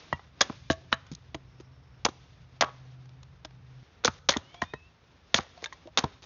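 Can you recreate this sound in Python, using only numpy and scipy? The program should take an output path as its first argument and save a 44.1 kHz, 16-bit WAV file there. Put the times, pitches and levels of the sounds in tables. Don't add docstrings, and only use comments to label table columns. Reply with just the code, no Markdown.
import sys
import numpy as np
from scipy import signal
from scipy.fft import rfft, irfft
from scipy.io import wavfile
from scipy.ndimage import uniform_filter1d

SR = 44100
rng = np.random.default_rng(int(sys.argv[2]) if len(sys.argv) > 2 else 0)


def store_wav(level_fs):
    pcm = np.round(np.clip(np.atleast_2d(level_fs), -1, 1) * 32767)
    wavfile.write(sys.argv[1], SR, pcm.T.astype(np.int16))


N = 275669

# (time [s], hold [ms], fade t60 [ms], level [dB], brightness [dB per band])
CRACKS = [(0.127, 6.1, 10, -39.5, -7.5), (0.193, 3.4, 19, -66.5, -18), (0.4074, 8.1, 14, -20, 7),
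          (0.413, 1.2, 81, -28.5, 0.5), (0.497, 5.4, 30, -57.5, -9.5), (0.521, 7.5, 23, -62, -8),
          (0.6997, 12, 64, -32.5, 2.5), (0.918, 27, 6.4, -44.5, -1.5), (0.9268, 2, 28, -31.5, -6),
          (1.066, 3.6, 20, -54, -3), (1.115, 9.5, 18, -52.5, 5), (1.132, 7.5, 6.2, -62, 7),
          (1.15, 2.4, 5, -53, 16), (1.345, 1.3, 25.6, -33.5, -3.5), (1.598, 9, 36, -59.5, 0.5),
          (2.049, 5.2, 9.7, -17.5, 2), (2.061, 1.7, 19, -29, -9), (2.085, 3.7, 46, -47.5, 1.5),
          (2.609, 4.6, 37, -21, 0), (2.622, 4.1, 9.1, -31, -17.5), (2.633, 2.5, 70, -39.5, -7),
          (2.647, 49, 71, -64.5, -14.5), (3.055, 2.6, 16, -58.5, -0.5), (3.089, 3.8, 15, -67, 2.5),
          (3.23, 4.9, 17, -59, 2.5), (3.447, 5.1, 23, -43, 0.5), (3.508, 1.3, 12, -58, -6.5),
          (4.038, 15, 17, -43, -7), (4.0459, 10.7, 48, -28, 4.5), (4.062, 8.1, 29, -39.5, 2),
          (4.077, 0.75, 29, -25.5, -3.5), (4.094, 48, 16, -71, 8.5), (4.288, 5, 19.7, -16, 0.5),
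          (4.301, 10.4, 56, -34.5, 2), (4.32, 6.5, 37, -36, 0.5), (4.337, 5, 230, -46, -5),
          (4.368, 2.45, 14, -32.5, 3), (4.542, 3.7, 18, -51.5, -2.5), (4.617, 4, 76, -36.5, -5),
          (4.736, 1.33, 35, -48.5, -4.5), (5.3427, 3.1, 14, -20, 1), (5.349, 12.3, 22, -30.5, 2),
          (5.364, 21, 24, -37, 4), (5.373, 1.2, 10, -40, 1), (5.3805, 2, 20, -37, -4),
          (5.395, 21, 160, -50.5, -4), (5.407, 1.6, 12, -53, 8), (5.574, 4.4, 18, -57, 1),
          (5.622, 33, 12, -54, -1), (5.6404, 5.3, 20, -39.5, 5.5), (5.659, 1.2, 30, -42, 0),
          (5.726, 1.9, 34, -48.5, 4.5), (5.872, 2, 12, -57.5, -5), (5.974, 0.77, 10.3, -10.5, 3.5),
          (5.979, 10.2, 22, -22.5, 0.5), (5.992, 5, 180, -42.5, -3.5), (6.038, 2.3, 19, -29.5, -5),
          (6.222, 22, 37, -54.5, 1)]
# (low edge [Hz], high edge [Hz])
CRACK_BANDS_HZ = [(400, 1500), (1500, 3500), (3500, 7400)]
MIDDLE_DB = -3.5

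# (multiple of main ring [ratio], relative level [dB], usual t60 [s])
BITES = [(0.41, 563, -28.5, 5, -1, 1), (2.05, 431, -40, 15, 4.5, 0.67),
         (2.612, 540, -32, -12.5, -4.5, 0.77), (3.449, 631.5, -42, -17, 5, 0.7),
         (4.049, 486.6, -24, -2, -4, 0.89), (4.29, 574, -30, -7, -5.5, 0.81),
         (5.344, 685, -28.5, 4.5, -3, 0.38), (5.985, 530, -31.5, -24.5, 4, 0.59)]
BLOCK_RINGS = [(0.501, -5, 0.059), (0.998, 7, 0.063), (1.32, -11, 0.044), (2.099, -0.5, 0.046),
               (2.95, 6.5, 0.021), (3.9, -11, .025)]
LANDINGS = [(0.1277, 880, -11, -1.5, 3.1, 0.3), (0.498, 940, -25.5, -3.5, 0.43, 0.65),
            (0.7015, 1107, -36, -13.5, 0.37, 0.67), (0.927, 1510, -9, 12, 0.59, 0.067),
            (1.122, 492, -55, -12.5, 0.27, 1.9), (1.346, 947, -34.5, -2.5, 0.27, 1.54),
            (1.602, 1100, -52, -12, 0.38, 0.67), (2.064, 838, -26.5, 10, 3, 1.3),
            (2.086, 1110, -29, -1, .3, 0.62), (2.6225, 1460, -10, -1, 2.7, 0.32),
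            (2.6335, 1187, -20.5, 3.5, 3.1, 0.97), (4.078, 1297, -20, 6.5, 0.26, 1.14),
            (4.364, 890, -22, -4.5, 0.24, 0.67), (4.736, 1364, -37, -3, 0.3, 0.88),
            (5.388, 1134, -18, 2, .3, 0.61), (5.627, 1450, -51, -14.5, 0.38, 0.36),
            (6.04, 926, -25.5, 5, 1, 2.16), (6.226, 1140, -65, -12.5, 1.5, 0.74)]
FACE_RINGS = [(0.201, -6, 0.023), (0.32, 9, 0.027), (0.441, -8.5, 0.058), (0.548, -7, 0.034),
              (.7, -6.5, 0.049), (0.86, -7, 0.026), (1.0, 4.5, 0.017), (1.11, -16.5, .05),
              (1.8, -11.5, 0.012)]
SET_DOWN = [(0.1275, 949, -39, 0.016, 0.08, 1), (0.196, 1003, -62.5, 0.019, 0.07, 0.52)]
LOG_RINGS = [(1.002, -0.5, 0.13), (2.04, 9.5, 0.061), (2.95, -5, 0.098), (3.37, -7, 0.059)]
BOUNCES = [(0.7005, 652, -29, -3, 0, 1.0), (0.928, 660, -37, 5.5, .5, .6)]
STICK_RINGS = [(.47, 11, .04), (.82, 8, .04), (1.0, -1, .2), (1.08, -9, .12), (1.72, 1, .11),
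               (2.49, 3, .09), (2.66, 1, .12), (4.25, -4, .06), (4.52, 2, .07), (5.95, 0, .08)]
CLATTER = [(0.421, 650, -69, 36, 10, 1.8), (4.322, 700, -59, 36, 10, .7), (4.339, 700, -63, 36, 10, 1.2),
           (4.543, 705, -52, 0, 30, 3.0), (4.62, 700, -35, 13, 5.5, .75), (4.736, 687, -56, 24, 9, 1.0),
           (5.575, 710, -46, -8, 25, 1.2), (5.621, 730, -81, 34, 10, .6), (5.636, 480, -35, -4, 12, .3),
           (5.642, 810, -60, 34, 10, .45), (5.6585, 605, -50, 10, .8, .8), (5.725, 705, -54, 20, 8, .6),
           (5.856, 340, -40, -6, 12, .7), (5.873, 625, -40, -8, 20, .7), (6.041, 950, -36, -6, 25, .8)]
SLAT_RINGS = [(.5, 4, .03), (1.0, 0, .1), (1.27, -10, .1), (1.49, 1, .09), (2.7, 0, .075), (2.9, -6, .06),
              (4.45, -9, .045), (6.0, -3, .03)]
JUMPS = [(2.066, 1125, -46, 0, .1, .5), (2.634, 1125, -34, 3, 0, 1.1)]
BRANCH_RINGS = [(.54, -6, .17), (.72, -6, .14), (.87, -3, .16), (1.0, 0, .17), (1.06, -3, .15),
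                (1.12, -2, .17)]
CONTACT_DB, CONTACT_SHARE = 6, .25

# (time [s], peak [dB], ring length [share of usual])
HEAD_BLOWS = [(0.414, -20, 1), (2.05, -23, 1), (2.612, -37.5, 1), (4.049, -28, 1), (4.29, -15, 1),
              (5.3438, -2, .27), (5.975, -28, 1)]
# (pitch [Hz], relative level [dB], usual t60 [s])
HEAD_RINGS = [(3350, 0, .045), (3665, -3, .035), (4260, -9, .025), (5020, -12, .02), (5800, -11, .03)]
# (time [s], peak [dB])
THUDS = [(0.132, -27.5), (0.409, -34.5), (0.501, -34), (0.702, -21.5), (0.928, -32), (1.115, -37.5),
         (1.346, -34.5), (2.05, -30.5), (2.087, -39), (2.613, -35), (2.634, -34.5), (4.05, -37.5),
         (4.082, -28), (4.298, -32.5), (4.366, -28.5), (4.625, -31), (4.74, -37), (5.348, -28.5),
         (5.391, -33.5), (5.983, -41.5), (6.04, -23.5)]
# (pitch [Hz], relative level [dB], t60 [s])
STUMP_RINGS = [(62, -9, 0.064), (87.6, -3.5, 0.1), (139.4, 6, 0.042), (214.7, 10.5, 0.024)]

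YARD_DB, YARD_T60_S, YARD_CUT_HZ = -27, 0.086, 3200
FAR_DB, FAR_T60_S = -18, 0.87

# (time [s], length [s], from [Hz], to [Hz], top level [dB],
# loudest point [share of the note])
WHISTLES = [(.61, .09, 3280, 3550, -71, 1.0), (.62, .08, 2310, 2450, -71, 1.0),
            (4.41, .37, 2680, 3850, -64.5, .45), (4.46, .44, 2130, 2700, -64.5, .6)]
SWELL_DB, SWELL_LIMIT_DB = -18, -5
GLIDE_EASE = .3

# (from [s], to [s], level [dB])
BUZZ = (1.45, 2.02, -79)
BUZZ_HZ, BUZZ_WIDTH_HZ = 5330, 600

# (time [s], level [dB])
HUM_LEVEL = [(.3, -74), (.6, -61), (1.2, -62), (1.8, -58), (2.2, -64), (2.6, -58), (2.85, -51),
             (3.15, -53.5), (3.4, -63), (3.6, -55.5), (3.83, -50)]
# (pitch [Hz], pitch stray [Hz], relative level [dB])
HUM_TONES = [(127.3, 0.37, 1.5), (263, 1.9, -22), (58.3, 11, -12), (143, 0.67, -10.5)]

# (time [s], hiss [dB], treble of the hiss [dB], rumble [dB])
AIR_LEVELS = [
    [(0.0, -53, 7.5, -59), (0.33, -65, 1, -57.5), (0.45, -47, 1, -62), (0.6, -64.5, 10.5, -53.5),
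     (1.33, -63, 1.5, -56.5), (1.95, -62, -3.5, -57.5), (2.2, -64.5, 8.5, -58.5), (2.45, -62.5, 0.5, -54),
     (2.8, -61, 3.5, -61.5), (3.28, -63, -1, -56.5), (3.66, -62.5, -1.5, -56.5), (3.8, -61.5, 5.5, -69.5),
     (4.0, -60.5, -3, -60), (4.19, -59, 10, -58.5)],
    [(4.192, -75.5, 7, -53.5), (4.55, -59, 5, -61.5), (4.8, -66, 5.5, -57), (5.05, -62.5, 0.5, -63.5),
     (5.5, -60.5, 6, -62), (5.892, -59, 2.5, -59.5)],
    [(5.894, -67, 3.5, -56), (6.05, -49, -1.5, -59.5), (6.25, -72, 7.5, -56)],
]
# (frequency [Hz], relative level [dB per Hz])
HISS_SPECTRUM = [(110, -29.5), (180, -6), (400, -7), (520, -9), (1220, -11), (2700, -16), (3600, -20.5),
                 (5500, -21.5), (7000, -29.5), (8000, -20)]
# (frequency [Hz], relative level [dB per Hz])
RUMBLE_SPECTRUM = [(15, -50), (25, -18.5), (43, -13), (49, -1), (70, 2.5), (177, -6), (210, -28.5),
                   (260, -12), (340, -51.5), (570, -120)]

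MIC_LOW_HZ, CUTOFF_HZ, SELF_NOISE_DB = 47, 7270, -100
MIC_PEAK_HZ, MIC_PEAK_WIDTH_HZ = 3600, 420
MIC_PEAK_ADDED_DB = -3.5
OVERLOAD = 0.54


def amp(db):
    return 10 ** (np.asarray(db) / 20)


def rms_one(x):
    return x / np.sqrt(np.mean(x ** 2) + 1e-20)


def in_time(rows, outside=None):
    s, *columns = np.transpose(rows)
    t = np.arange(N) / SR
    return [np.interp(t, s, column, outside, outside) for column in columns]


def drift(rate_hz):
    step = 40
    r = np.exp(-2 * np.pi * rate_hz * step / SR)
    noise = rng.standard_normal(N // step + 2002)
    slow = signal.lfilter([1], [1, -2 * r, r * r], noise)[2000:]
    return np.interp(np.arange(N) / step, np.arange(len(slow)), rms_one(slow))


def coloured(spectrum):
    hz, level_db = np.transpose(spectrum)
    grid_hz = np.maximum(np.arange(N // 2 + 1) * SR / N, 1)
    gain = amp(np.interp(np.log(grid_hz), np.log(hz), level_db))
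    return rms_one(irfft(rfft(rng.standard_normal(N)) * gain, N))


def add(out, s, piece):
    at = round(s * SR)
    out[at:at + len(piece)] += piece[:N - at]


def butter(x, order, edge_hz, kind="low"):
    return signal.sosfilt(signal.butter(order, edge_hz, kind, fs=SR, output="sos"), x)


def resonance(x, hz, width_hz):
    r = np.exp(-np.pi * width_hz / SR)
    zeros = (1 - r * r) / 2 * np.array([1, 0, -1])
    return signal.lfilter(zeros, [1, -2 * r * np.cos(2 * np.pi * hz / SR), r * r], x)


def mode(hz, level_db, t60, rise_cycles):
    t = np.arange(SR // 3) / SR
    dying = amp(level_db - 60 * t / max(t60, .004))
    rise = (1 - np.exp(-t * hz / rise_cycles)) ** 2
    return dying * rise * np.sin(2 * np.pi * hz * t)


def cracks(grain_db, grain_ms):
    ms = np.arange(SR // 8) * 1000 / SR
    lumps, *noises = rng.standard_normal((len(CRACKS), 4, len(ms))).swapaxes(0, 1)
    width = max(round(grain_ms * SR / 1000), 1)
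    lumps = uniform_filter1d(lumps, width, axis=1) * np.sqrt(width)
    force = amp(grain_db * lumps) / np.sqrt(np.mean(amp(2 * grain_db * lumps)))
    s, hold, fade, level_db, bright_db = np.array(CRACKS).T[:, :, None]
    band_db = level_db - bright_db, level_db + MIDDLE_DB, level_db + bright_db
    start = np.clip(ms / 0.34, 0, 1)
    shape = start * amp(-60 * np.maximum(ms - hold, 0) / np.maximum(fade, 1))
    out = np.zeros(N)
    for edges_hz, db, noise in zip(CRACK_BANDS_HZ, band_db, noises):
        share = (edges_hz[1] - edges_hz[0]) / (SR / 2)
        bursts = butter(noise * force * shape, 2, edges_hz, "band") * amp(db) / np.sqrt(share)
        for at, piece in zip(s[:, 0], bursts):
            add(out, at, piece)
    return out


def knocks(blows, rings, tumble_db=1.5):
    out = np.zeros(N)
    tumble = amp(tumble_db * drift(24))
    luck = rng.normal(0, 1, (len(blows), len(rings), 2)) * [.05, 1.5]
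    for (s, main_hz, peak_db, bright_db, focus_db, length), draws in zip(blows, luck):
        for (multiple, ring_db, usual_t60), (apart, extra_db) in zip(rings, draws):
            octaves = np.log2(multiple)
            hz, t60 = main_hz * multiple, usual_t60 * length
            db = peak_db + ring_db + bright_db * octaves - focus_db * octaves ** 2 + extra_db
            ring = mode(hz, db, t60, rise_cycles=0.7)
            contact = mode(hz * (1 + apart), db + CONTACT_DB, CONTACT_SHARE * t60, rise_cycles=0.5)
            add(out, s, ring + contact)
    return butter(out * tumble, 2, 110, "high")


def bites():
    return knocks(BITES, BLOCK_RINGS)


def head():
    out = np.zeros(N)
    for s, peak_db, length in HEAD_BLOWS:
        for hz, ring_db, t60 in HEAD_RINGS:
            add(out, s, mode(hz, peak_db + ring_db, t60 * length, rise_cycles=2.2))
    return out


def landings():
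    return knocks(LANDINGS, FACE_RINGS)


def log_set_down():
    return knocks(SET_DOWN, LOG_RINGS)


def stick_bounces():
    return knocks(BOUNCES, STICK_RINGS)


def clatter():
    return knocks(CLATTER, SLAT_RINGS)


def branch_jumps():
    return knocks(JUMPS, BRANCH_RINGS)


def thuds():
    out = np.zeros(N)
    luck = rng.normal(0, 2.2, (len(THUDS), len(STUMP_RINGS)))
    for (s, peak_db), draws in zip(THUDS, luck):
        for (hz, ring_db, t60), extra_db in zip(STUMP_RINGS, draws):
            add(out, s, mode(hz, peak_db + ring_db + extra_db, t60, rise_cycles=0.22))
    return butter(out, 2, 55, "high")


def yard(x):
    t = np.arange(SR) / SR
    dying = amp(-60 * t / YARD_T60_S) + amp(FAR_DB - 60 * t / FAR_T60_S)
    echoes = rng.standard_normal(len(t)) * dying * np.clip(t / 0.0022, 0, 1)
    echoes = butter(echoes, 1, YARD_CUT_HZ)
    echoes = echoes / np.sqrt(np.sum(echoes ** 2))
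    return amp(YARD_DB) * signal.fftconvolve(x, echoes)[:N]


def whistle(s, length, from_hz, to_hz, top_db, loudest):
    t = np.arange(N) / SR - s
    along = np.clip(t / length, 0, 1)
    edges = np.clip(np.minimum(t, length - t) / 0.016, 0, 1)
    swell_db = np.maximum(SWELL_DB * (along - loudest) ** 2, SWELL_LIMIT_DB)
    glide_hz = from_hz + (to_hz - from_hz) * along * (1 + GLIDE_EASE * (1 - along))
    turns = np.cumsum(glide_hz * (1 + .011 * drift(130))) / SR
    level = edges * amp(swell_db) * amp(top_db + 2.0 * drift(45))
    return np.sqrt(2) * level * np.sin(2 * np.pi * turns)


def buzz():
    band = resonance(rng.standard_normal(N), BUZZ_HZ, BUZZ_WIDTH_HZ)
    band = resonance(band, BUZZ_HZ, BUZZ_WIDTH_HZ)
    start, end, level_db = BUZZ
    t = np.arange(N) / SR
    edges = np.clip(np.minimum(t - start, end - t) / 0.035, 0, 1)
    return rms_one(band) * edges * amp(level_db + 2.9 * drift(25))


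def hum():
    out = np.zeros(N)
    for hz, stray_hz, level_db in HUM_TONES:
        turns = np.cumsum(hz + stray_hz * drift(2.7)) / SR
        out += np.sqrt(2) * amp(level_db + 1.4 * drift(4.45)) * np.sin(2 * np.pi * turns)
    return out * amp(in_time(HUM_LEVEL, outside=-120)[0])


def air():
    hiss_db, treble_db, rumble_db = in_time(np.concatenate(AIR_LEVELS))
    hiss = coloured(HISS_SPECTRUM)
    dull = signal.sosfiltfilt(signal.butter(2, 2500, fs=SR, output="sos"), hiss)
    treble = amp(treble_db + 1.2 * drift(14)) * (hiss - dull)
    hiss = (dull + treble) * amp(hiss_db + 0.78 * drift(31))
    rumble = coloured(RUMBLE_SPECTRUM) * amp(rumble_db + 0.5 * drift(2.7))
    return hiss + rumble


def scene():
    wood = cracks(grain_db=5.5, grain_ms=0.8) + bites() + head() + landings()
    wood += log_set_down() + stick_bounces() + clatter() + branch_jumps()
    bird = sum(whistle(*row) for row in WHISTLES)
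    background = bird + buzz() + hum() + air()
    return (wood + thuds() + yard(wood) + background)[None]


def record(dry):
    thin = butter(dry, 3, MIC_LOW_HZ, "high")
    presence = resonance(thin, MIC_PEAK_HZ, MIC_PEAK_WIDTH_HZ)
    bright = thin + amp(MIC_PEAK_ADDED_DB) * presence
    rounded = OVERLOAD * np.tanh(bright / OVERLOAD)
    cut = signal.sosfilt(signal.cheby2(16, 50, CUTOFF_HZ, fs=SR, output="sos"), rounded)
    return cut + amp(SELF_NOISE_DB) * rng.standard_normal(dry.shape)


dry = scene()
out = record(dry)
store_wav(out)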